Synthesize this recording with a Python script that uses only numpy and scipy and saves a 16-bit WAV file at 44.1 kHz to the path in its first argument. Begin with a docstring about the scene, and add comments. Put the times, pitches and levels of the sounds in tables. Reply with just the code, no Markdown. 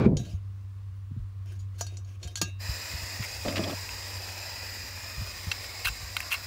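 """Loud bumps and a dulling rumble come first, as a hand settles its grip on the microphone, with a brief scrape.
Outdoors, hands screw and turn a gas burner on its canister: grit drives damped modes as parts clink and fingers rub.
The valve opens and gas hisses: turbulent noise with peaks, perhaps from its echo off the board.
A knife touches a steel rod, is dragged off its board in uneven slips, then is struck and scraped on the rod.
Behind lie a far, wavering hum, made of a slowly sinking tone, and the smooth noise of open air."""
import sys
import numpy as np
from scipy import signal
from scipy.fft import rfft, irfft
from scipy.io import wavfile
from scipy.ndimage import uniform_filter1d

SR = 44100
rng = np.random.default_rng(int(sys.argv[2]) if len(sys.argv) > 2 else 0)


def linear_from_db(decibels):
    """Turn decibels (scalar or array-like) into linear amplitude factors; 0 gives 1."""
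    return 10 ** (np.asarray(decibels, float) / 20)


def store_wav(level_fs):
    """Save 16-bit WAV to argv[1]."""
    pcm = np.round(np.clip(np.atleast_2d(level_fs), -1, 1) * 32767)
    wavfile.write(sys.argv[1], SR, pcm.T.astype(np.int16))


N = 284886  # length in samples

# Gas flow once the valve is open. Each row: time in seconds, hiss level in dB.
GAS_FLOW = [(2.6, -39.5), (2.84, -40.5), (3.4, -42), (4.1, -42), (4.67, -42.5), (5.15, -43.5), (5.6, -43),
            (6.46, -44)]
# Broad colour of the turbulent jet. Each row: frequency in Hz, relative density in dB per Hz.
JET_COLOUR = [(110, -30), (200, 0), (1350, 0), (2200, 3), (3300, -3), (4400, 2), (5600, 0), (6300, -4),
              (7000, -2), (8000, -7), (10500, -13), (12300, -12), (14500, -9), (16000, -6)]
# Peaks in the hiss, perhaps from its echo off the board, over the jet's broad colour.
# Each row: frequency in Hz, width in Hz, boost in dB.
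HISS_PEAKS = [(620, 220, 4), (1000, 350, 4), (1860, 400, 6), (2490, 220, 9.5), (2800, 250, 3),
              (3950, 500, 3), (4980, 560, 11.5), (5400, 180, 4), (5860, 240, 5), (6700, 400, 5),
              (7420, 560, 8), (8800, 1300, 4), (10000, 180, 4), (11400, 420, 12), (13200, 500, 5),
              (15350, 800, 5)]
# Modes of burner and canister. Each row: frequency in Hz, relative level in dB, 60 dB decay time in seconds.
BURNER_MODES = [(370, -3, .09), (711, 2, .12), (931, -9, .1), (1217, -8, .12), (1631, 3, .18),
                (2622, -19, .4), (2760, -18, .4), (3149, -3, .1), (3445, -18, .25), (3747, -19, .45),
                (3920, -19, .4), (4414, 0, .09), (4834, -9, .08), (5120, -11, .1), (5690, -6, .09),
                (5908, -9, .15), (6600, -5, .15), (6900, 0, .05), (7250, -2, .05), (7892, -14, .13),
                (8780, -11, .05), (9388, -11, .06), (10200, -10, .05), (11500, -11, .04)]
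# Clinks of metal parts, and low knocks of the canister on the board. Each row: start in seconds, peak in dB,
# centre in Hz, spread in octaves, # contact time in seconds.
CLINKS = [(.169, -25.5, 5150, 0.67, 0.0059), (1.459, -48, 600, 0.94, 0.0043),
          (1.52, -49, 1650, 0.16, 0.022), (1.588, -48.5, 6440, 0.77, 0.037),
          (1.78, -36.5, 5600, 1.6, 0.058), (1.8085, -22.5, 6450, 0.52, 0.009),
          (1.81, -24, 844, 0.61, 0.0086), (1.866, -32.5, 5530, 1.04, 0.0059),
          (1.9704, -34.5, 6140, 0.37, 0.0038), (2.047, -50, 6040, 0.4, .006),
          (2.2285, -31.5, 4160, .7, 0.018), (2.24, -39, 5600, 0.63, 0.01), (2.274, -36, 4930, 1.6, 0.0093),
          (2.3559, -21.5, 5400, 0.81, 0.0057), (2.37, -27, 4600, 1.1, 0.021),
          (2.4144, -15, 4000, 1.33, 0.008), (2.416, -21.5, 403, 0.37, 0.014)]
# Finger strokes on metal. Each row: start in seconds, length in seconds, level in dB.
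FINGER_RUBS = [(0.158, 0.052, -52), (0.209, .13, -56.5), (1.436, .12, -62), (1.72, 0.083, -67),
               (1.792, 0.2, -63), (2.03, 0.12, -64.5), (2.184, 0.14, -59), (2.393, 0.094, -55)]
# Colour of skin sliding on metal. Each row: frequency in Hz, relative density in dB per Hz.
RUB_COLOUR = [(180, -21), (300, 4), (519, -1.5), (1120, -20), (2790, -4), (4090, -12.5), (6200, -6),
              (8220, -17.5), (9800, -16), (12700, -21.5), (16000, -25)]
# Resonances of the board. Each row: frequency in Hz, width in Hz, relative level in dB.
BOARD_RESONANCES = [(137, 49, -1), (264.3, 45, 5), (393, 71, -13), (600, 44, 2), (717, 73, -16),
                    (1190, 170, -11)]
# The dragged knife catches and slips. Each row: start in seconds, board level in dB, grit level in dB.
KNIFE_SLIPS = [(3.449, -27.5, -53), (3.481, -37, -42), (3.556, -52, -35.5), (3.566, -31, -35),
               (3.592, -24, -59), (3.636, -30, -42), (3.674, -30.5, -51), (3.695, -29.5, -50)]
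# Modes of blade and rod, damped by the hand. Each row: frequency in Hz, relative level in dB,
# 60 dB decay time in seconds.
STEEL_MODES = [(1130, 0, .025), (1520, 0, .025), (2210, -2, .018), (2715, 2, .018), (3200, -5, .015),
               (4080, 0, .017), (4500, -6, .012), (6000, -4, .015), (7500, -6, .015), (9900, -10, .012),
               (11400, -10, .012)]
# Blade meets rod. Each row: start in seconds, peak in dB, centre in Hz, spread in octaves,
# contact time in seconds.
BLADE_STRIKES = [(3.2246, -28, 2400, 0.65, 0.0078), (3.525, -28, 2400, 0.23, 0.0039),
                 (3.8901, -25.5, 2730, 0.61, 0.0035), (5.5145, -14, 4000, 0.55, 0.006),
                 (5.641, -30, 2500, 0.86, 0.0071), (5.8544, -18, 3240, 0.65, 0.0054),
                 (5.8875, -22.5, 3500, 0.99, 0.0048), (6.1664, -11.5, 2900, 0.57, 0.0039),
                 (6.2028, -21, 2520, 0.23, 0.0042), (6.2293, -30.5, 1640, .7, 0.0039),
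                 (6.327, -18, 2750, 0.097, 0.0076)]
# Blade scrapes along the rod. Each row: start in seconds, length in seconds, level in dB, centre in Hz,
# spread in octaves.
BLADE_STROKES = [(3.232, 0.025, -36.5, 2080, 0.19), (5.842, 0.019, -28.5, 3140, .5),
                 (5.86, 0.025, -29, 2740, 0.12), (5.864, 0.02, -30, 1400, 0.14),
                 (6.208, .02, -43, 2530, 0.22), (6.302, 0.017, -33.5, 2900, 0.45),
                 (6.315, 0.02, -26.5, 2740, 0.061), (6.334, 0.02, -32, 2560, 0.66)]
# Bumps on the microphone. Each row: start in seconds, peak in dB, pitch in Hz.
MICROPHONE_BUMPS = [(.058, -6.5, 215.5), (.088, -16.5, 192), (.125, -13, 145.6), (0.194, -21, 119.5),
                    (0.334, -25.5, 82), (1.11, -31, 132), (1.164, -27.5, 119), (1.194, -26.5, 45.6),
                    (2.25, -31, 75), (2.42, -26, 169), (2.691, -24.5, 65), (2.936, -28.5, 71),
                    (3.021, -33.5, 70), (3.195, -26, 113), (3.46, -34, 62), (5.177, -25.5, 62.3),
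                    (5.209, -29, 111), (5.469, -27, 88.4), (5.857, -28, 45.4), (5.899, -28.5, 55.6),
                    (6.028, -34, 61.4)]
# The far hum. Each row: time in seconds, level in dB.
HUM_LEVEL = [(0.25, -45), (0.36, -36.5), (.9, -40), (1.2, -38), (1.4, -38), (1.85, -36), (2.3, -43),
             (2.45, -38), (2.7, -40), (2.8, -48.5), (3.4, -45), (3.6, -36), (3.8, -45), (4.2, -43),
             (4.5, -47.5), (5.5, -47), (5.7, -52), (6.46, -50.5)]
# Colour of the open air. Each row: frequency in Hz, relative density in dB per Hz.
AIR_COLOUR = [(15, -76), (25, -18), (43, -11.5), (76, 4.5), (102, -1), (127, -21.5), (161, -21),
              (545, -37.5), (887, -36.5), (1100, -27), (1370, -34.5), (4250, -42), (4870, -43),
              (14400, -54), (16000, -41)]


def clock():
    """Sampling principle: the time in seconds of every sample."""
    return np.arange(N) / SR


def evened(x):
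    """Normalisation of power: scales a signal to rms 1."""
    return x / np.sqrt(np.mean(x ** 2) + 1e-20)


def band_rms(x, lo_hz, hi_hz):
    """Band filtering: the rms of a signal between two frequencies."""
    band = signal.butter(4, [lo_hz, hi_hz], "band", fs=SR, output="sos")
    return np.std(signal.sosfilt(band, x))


def level_over_time(rows):
    """Linear interpolation of a level in dB between its rows, at every sample."""
    s, db = np.transpose(rows)
    return np.interp(clock(), s, db)


def colour_db(rows, hz):
    """Linear interpolation of a spectrum in dB on a logarithmic frequency axis."""
    f, db = np.transpose(rows)
    return np.interp(np.log(hz + 1), np.log(f + 1), db)


def resonance_power(peaks, hz):
    """Lorentzian resonance: summed power of peaks given as (Hz, half-power width in Hz, dB)."""
    return sum(linear_from_db(db) ** 2 / (1 + (2 * (hz - f) / w) ** 2) for f, w, db in peaks)


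def nearness(hz, centre_hz, octaves):
    """Selective excitation: a Gaussian weight on the distance in octaves from a centre."""
    return np.exp(-.5 * (np.log2(hz / centre_hz) / octaves) ** 2)


def hold(start, length, edge):
    """Envelope principle: swells in over edge seconds, holds until length, then decays exponentially."""
    t = clock() - start
    swell = np.clip(t / edge, 0, 1) ** 2
    return swell * np.exp(-np.maximum(t - length, 0) / edge * 2)


def add(mix, s, sound):
    """Superposition: adds a sound into the mix at s seconds."""
    part = mix[max(round(s * SR), 0):][:len(sound)]
    part += sound[:len(part)]


def noise(gain, patchy_db, flicker_db, size=1024, count=10, order=7):
    """Short-time synthesis of coloured noise of rms 1, with patches count frames by order bins, and flicker."""
    hz = np.fft.rfftfreq(size, 1 / SR)
    frames = 4 * N // size + 5
    real, imaginary, patches = rng.standard_normal((frames, len(hz), 3)).T
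    patches = uniform_filter1d(patches, size=order, axis=0)
    patches = evened(uniform_filter1d(patches, size=count, axis=1))
    flicker = evened(uniform_filter1d(rng.standard_normal(frames), size=3))  # shared by all bins
    spectra = (real + 1j * imaginary) * gain(hz)[:, None]
    spectra *= linear_from_db(patchy_db * patches + flicker_db * flicker)
    return evened(signal.istft(spectra, nperseg=size, noverlap=3 * size // 4)[1][:N])


def ring(modes, length):
    """Modal vibration: each mode is an exponentially decaying sine, one row a mode."""
    t = np.arange(round(length * SR)) / SR
    hz, db, t60 = np.transpose(modes)[:, :, None]
    return linear_from_db(db - 60 * t / t60) * np.sin(2 * np.pi * hz * t)


def blows(events, modes, ringing, scatter_db, swell, tail, tail_db, fizz_db):
    """Modal excitation: a gritty contact drives the modes near its centre and scratches in the same colour."""
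    out = np.zeros(N)
    rings, hz = ring(modes, .5), np.array(modes)[:, 0]
    t = np.arange(4096) / SR
    bins = np.fft.rfftfreq(4096, 1 / SR) + 1
    # the same modes, gripped by the hand
    damped = np.sqrt(.15 + resonance_power([(f, 0.073 * f, db) for f, db, _ in modes], bins))
    for s, db, centre_hz, octaves, contact in events:
        scatter = linear_from_db(scatter_db * rng.standard_normal(len(modes)))
        rough = rng.standard_normal(4096)
        shape = (1 - np.exp(-t * swell / contact ** 2)) * np.exp(-2 * t / contact)  # long contacts swell in
        grit = rough * shape
        # how much of the grit falls on each mode
        reach = abs(np.exp(-2j * np.pi * np.outer(hz, t)) @ grit) / np.linalg.norm(grit)
        body = (nearness(hz, centre_hz, octaves) * scatter / (reach + 1.0)) @ rings
        sound = signal.fftconvolve(grit, body)
        share = np.clip(ringing / (1 + (900 / centre_hz) ** 2), 0, 1)  # dull knocks ring less
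        sound *= share / abs(sound).max()

        fizz = linear_from_db(fizz_db) * bins / (bins + 4 * centre_hz) / (1 + (bins / 12000) ** 2)
        scratch = irfft(rfft(rough) * (nearness(bins, centre_hz, octaves) * damped + fizz))
        lingering = linear_from_db(tail_db - 60 * t / tail) * np.minimum(t / contact, 1)
        scratch *= shape / shape.max() + lingering
        add(sound, 0, (1 - share) * scratch / abs(scratch).max())
        add(out, s, linear_from_db(db) * sound / abs(sound).max())
    return out


def gas():
    """Turbulent jet noise with spectral peaks; the colour drifts slowly as the microphone sways."""
    valve_s, opening_s = 2.582, 0.053
    gush_db = -9.5  # the valve cracks open to this much under full flow, then opens fully
    t = np.maximum(clock() - valve_s, 0)
    opening = np.minimum(t / .025, 1) ** 2 * linear_from_db(gush_db * np.exp(-t / opening_s))

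    def hiss_gain(hz):
        """Spectral shaping: peaks, each halved in dB half its width away, add to the jet's colour."""
        peaks_db = sum(db * 2 ** -(2 * (hz - f) / w) ** 2 for f, w, db in HISS_PEAKS)
        return linear_from_db(colour_db(JET_COLOUR, hz) + peaks_db)

    hiss = noise(hiss_gain, patchy_db=2.2, flicker_db=.7, count=50, order=3)
    return hiss / band_rms(hiss, 4000, 9000) * linear_from_db(level_over_time(GAS_FLOW)) * opening


def clinks():
    """Impact excitation: metal parts clink together and the canister knocks on the board, ringing the burner's
    modes."""
    return blows(CLINKS, BURNER_MODES, ringing=.45, scatter_db=4.5, swell=0.18,
                 tail=0.1, tail_db=-17, fizz_db=-10.5)


def fingers():
    """Sliding friction: skin on metal gives a patchy hiss, part of it ringing the burner."""
    hiss = noise(lambda hz: linear_from_db(colour_db(RUB_COLOUR, hz)), patchy_db=3.0, flicker_db=2.0, size=512)
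    rung = evened(signal.fftconvolve(hiss, ring(BURNER_MODES, .3).sum(0))[:N])
    sound = hiss + .8 * rung
    sound /= band_rms(sound, 2000, 9000)
    return sound * sum(linear_from_db(db) * hold(s, length, edge=0.04) for s, length, db in FINGER_RUBS)


def drag():
    """Stick-slip friction: uneven slips of the knife ring the board; grit adds a bright scratch."""
    start_s, end_s, drag_db = 3.445, 3.735, -36.5
    rise_s, decay_s = 0.0022, 0.011  # of one slip
    board = noise(lambda hz: np.sqrt(resonance_power(BOARD_RESONANCES, hz)),
                  patchy_db=2.5, flicker_db=0.0, size=512)
    grit = noise(lambda hz: np.sqrt(resonance_power([(3240, 1400, 0)], hz)) / (1 + (hz / 5500) ** 3),
                 patchy_db=3.5, flicker_db=2.5, size=256)
    grit /= band_rms(grit, 3160, 3415)
    out = linear_from_db(drag_db) * hold(start_s, end_s - start_s, 0.013) * board
    t = np.arange(SR // 10) / SR
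    slip = np.minimum(t / rise_s, 1) * np.exp(-t / decay_s)
    for s, board_db, grit_db in KNIFE_SLIPS:
        at = slice(round(s * SR), round(s * SR) + len(t))
        add(out, s, slip * (linear_from_db(board_db) * board[at] + linear_from_db(grit_db) * grit[at]))
    return out


def strokes():
    """Granular excitation: grit under the blade rings the steel modes near a centre, with a little bare scratch."""
    grains_per_s = 2500
    out = np.zeros(N)
    rings, hz = ring(STEEL_MODES, .05), np.array(STEEL_MODES)[:, 0]
    chance = grains_per_s / SR
    grains = rng.standard_normal(N) * (rng.random(N) < chance) / np.sqrt(chance)
    for s, length, db, centre_hz, octaves in BLADE_STROKES:
        body = nearness(hz, centre_hz, octaves) @ rings
        at = slice(round(s * SR), round((s + .1) * SR))
        drive = grains[at] * hold(s, length, edge=0.0066)[at]
        add(out, s, linear_from_db(db) * signal.fftconvolve(drive, body / np.linalg.norm(body)))
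        add(out, s, linear_from_db(db - 13) * np.diff(drive))  # bare scratch
    return out


def steel():
    """High-pass filtering: blade strikes and scrapes the rod, heard with no bass below about 900 Hz."""
    strikes = blows(BLADE_STRIKES, STEEL_MODES, ringing=.55, scatter_db=2.5, swell=0.022,
                    tail=0.06, tail_db=-18, fizz_db=-4)
    no_bass = signal.butter(3, 900, "high", fs=SR, output="sos")
    return signal.sosfilt(no_bass, strikes + strokes())


def grip():
    """Contact noise: a dense rumble from the first grab of the microphone holds, dulls and settles."""
    grab_db, grab_s, settle_db_per_s = -22, .12, 155
    bright, dulling_s = 0.69, .2  # starting share of the fuller rumble, and its fading time

    def dull_gain(hz):
        """Low resonance with the deepest bass and the treble filtered away."""
        return np.sqrt(resonance_power([(110, 65, 0)], hz)) * hz / (hz + 60) / (1 + (hz / 300) ** 3)

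    def full_gain(hz):
        """Two broader, higher resonances, filtered likewise."""
        peaks = [(200, 190, 0), (380, 260, -6)]
        return np.sqrt(resonance_power(peaks, hz)) * hz / (hz + 150) / (1 + (hz / 700) ** 4)

    dull = noise(dull_gain, patchy_db=2.5, flicker_db=1.5)
    full = noise(full_gain, patchy_db=2.2, flicker_db=1.6)
    share = np.clip(bright * np.exp(-(clock() / dulling_s) ** 2), 0, 1)
    level_db = grab_db - settle_db_per_s * np.maximum(clock() - grab_s, 0)
    return linear_from_db(level_db) * (share * full + np.sqrt(1 - share ** 2) * dull)


def scrape():
    """Friction noise with resonance: a brief scrape sags from the start, then drops away."""
    start_db, sag_db_per_s = -39, 79
    end_s, extra_db_per_s = 0.06, 500  # from end_s on, this fall adds to the sag
    peaks = [(1020, 490, 9), (2320, 90, 7.5), (3500, 1200, -13), (5660, 200, -21)]
    sound = noise(lambda hz: np.sqrt(resonance_power(peaks, hz)) / (1 + (hz / 7000) ** 4),
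                  patchy_db=1.5, flicker_db=1.8, size=512)
    now = clock()
    level_db = start_db - sag_db_per_s * now - extra_db_per_s * np.maximum(now - end_s, 0)
    return linear_from_db(level_db) * sound / band_rms(sound, 1100, 5000)


def bumps():
    """Damped oscillation: each bump is a low tone and an upper partial that dies twice as fast."""
    out = np.zeros(N)
    t = np.arange(SR // 4) / SR
    for s, db, hz in MICROPHONE_BUMPS:
        t60 = .06 + 4.0 / hz  # a fixed time in seconds plus four of its own cycles
        decay = linear_from_db(-60 * t / t60)
        partial = 0.77 * np.sin(2 * np.pi * 1.7 * hz * t) * decay
        shove = (np.sin(2 * np.pi * hz * t) + partial) * decay
        shove *= np.minimum(t / 0.007, 1)
        add(out, s, linear_from_db(db) * shove / abs(shove).max())
    return out


def hum():
    """Random modulation: a low tone sinks slowly, with a faint octave and a fuzzy skirt."""
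    start_hz, sag_hz_per_s = 97.8, .6
    phase = 2 * np.pi * np.cumsum(start_hz - sag_hz_per_s * clock()) / SR
    smoothing = [1, -np.exp(-2 * np.pi * 6 / SR)]  # low-pass at 6 Hz
    waver = evened(signal.lfilter([1], smoothing, rng.standard_normal((N, 2)), axis=0)).T
    tone = (1 + 0.11 * waver[0]) * np.sin(phase) + 0.069 * waver[1] * np.cos(phase)
    octave = linear_from_db(-32) * np.sin(2 * phase)
    return np.sqrt(2) * linear_from_db(level_over_time(HUM_LEVEL)) * (tone + octave)


def air():
    """Stationary noise: the quiet, smooth floor of the open air."""
    floor = noise(lambda hz: linear_from_db(colour_db(AIR_COLOUR, hz)), patchy_db=1.2, flicker_db=.4, size=2048)
    return floor / band_rms(floor, 300, 16000) * linear_from_db(-66)


def scene():
    """Superposition of all sources, in one channel."""
    burner = gas() + clinks() + fingers()
    knife = drag() + steel()
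    microphone = grip() + scrape() + bumps()
    return (burner + knife + microphone + hum() + air())[None]


def band_limit(x):
    """A steep low-pass at the top of the band."""
    return signal.sosfilt(signal.butter(12, 16350, fs=SR, output="sos"), x)


def record(dry):
    """Band limiting: the microphone loses the deepest bass and the top edge of the treble."""
    bass_cut = signal.butter(3, 38., "high", fs=SR, output="sos")
    top_cut = signal.firwin(511, 15720, window=("kaiser", 9), fs=SR)
    heard = signal.sosfilt(bass_cut, dry)
    heard = signal.oaconvolve(heard, top_cut[None], "same")
    return band_limit(heard)


dry = scene()
out = record(dry)
store_wav(out)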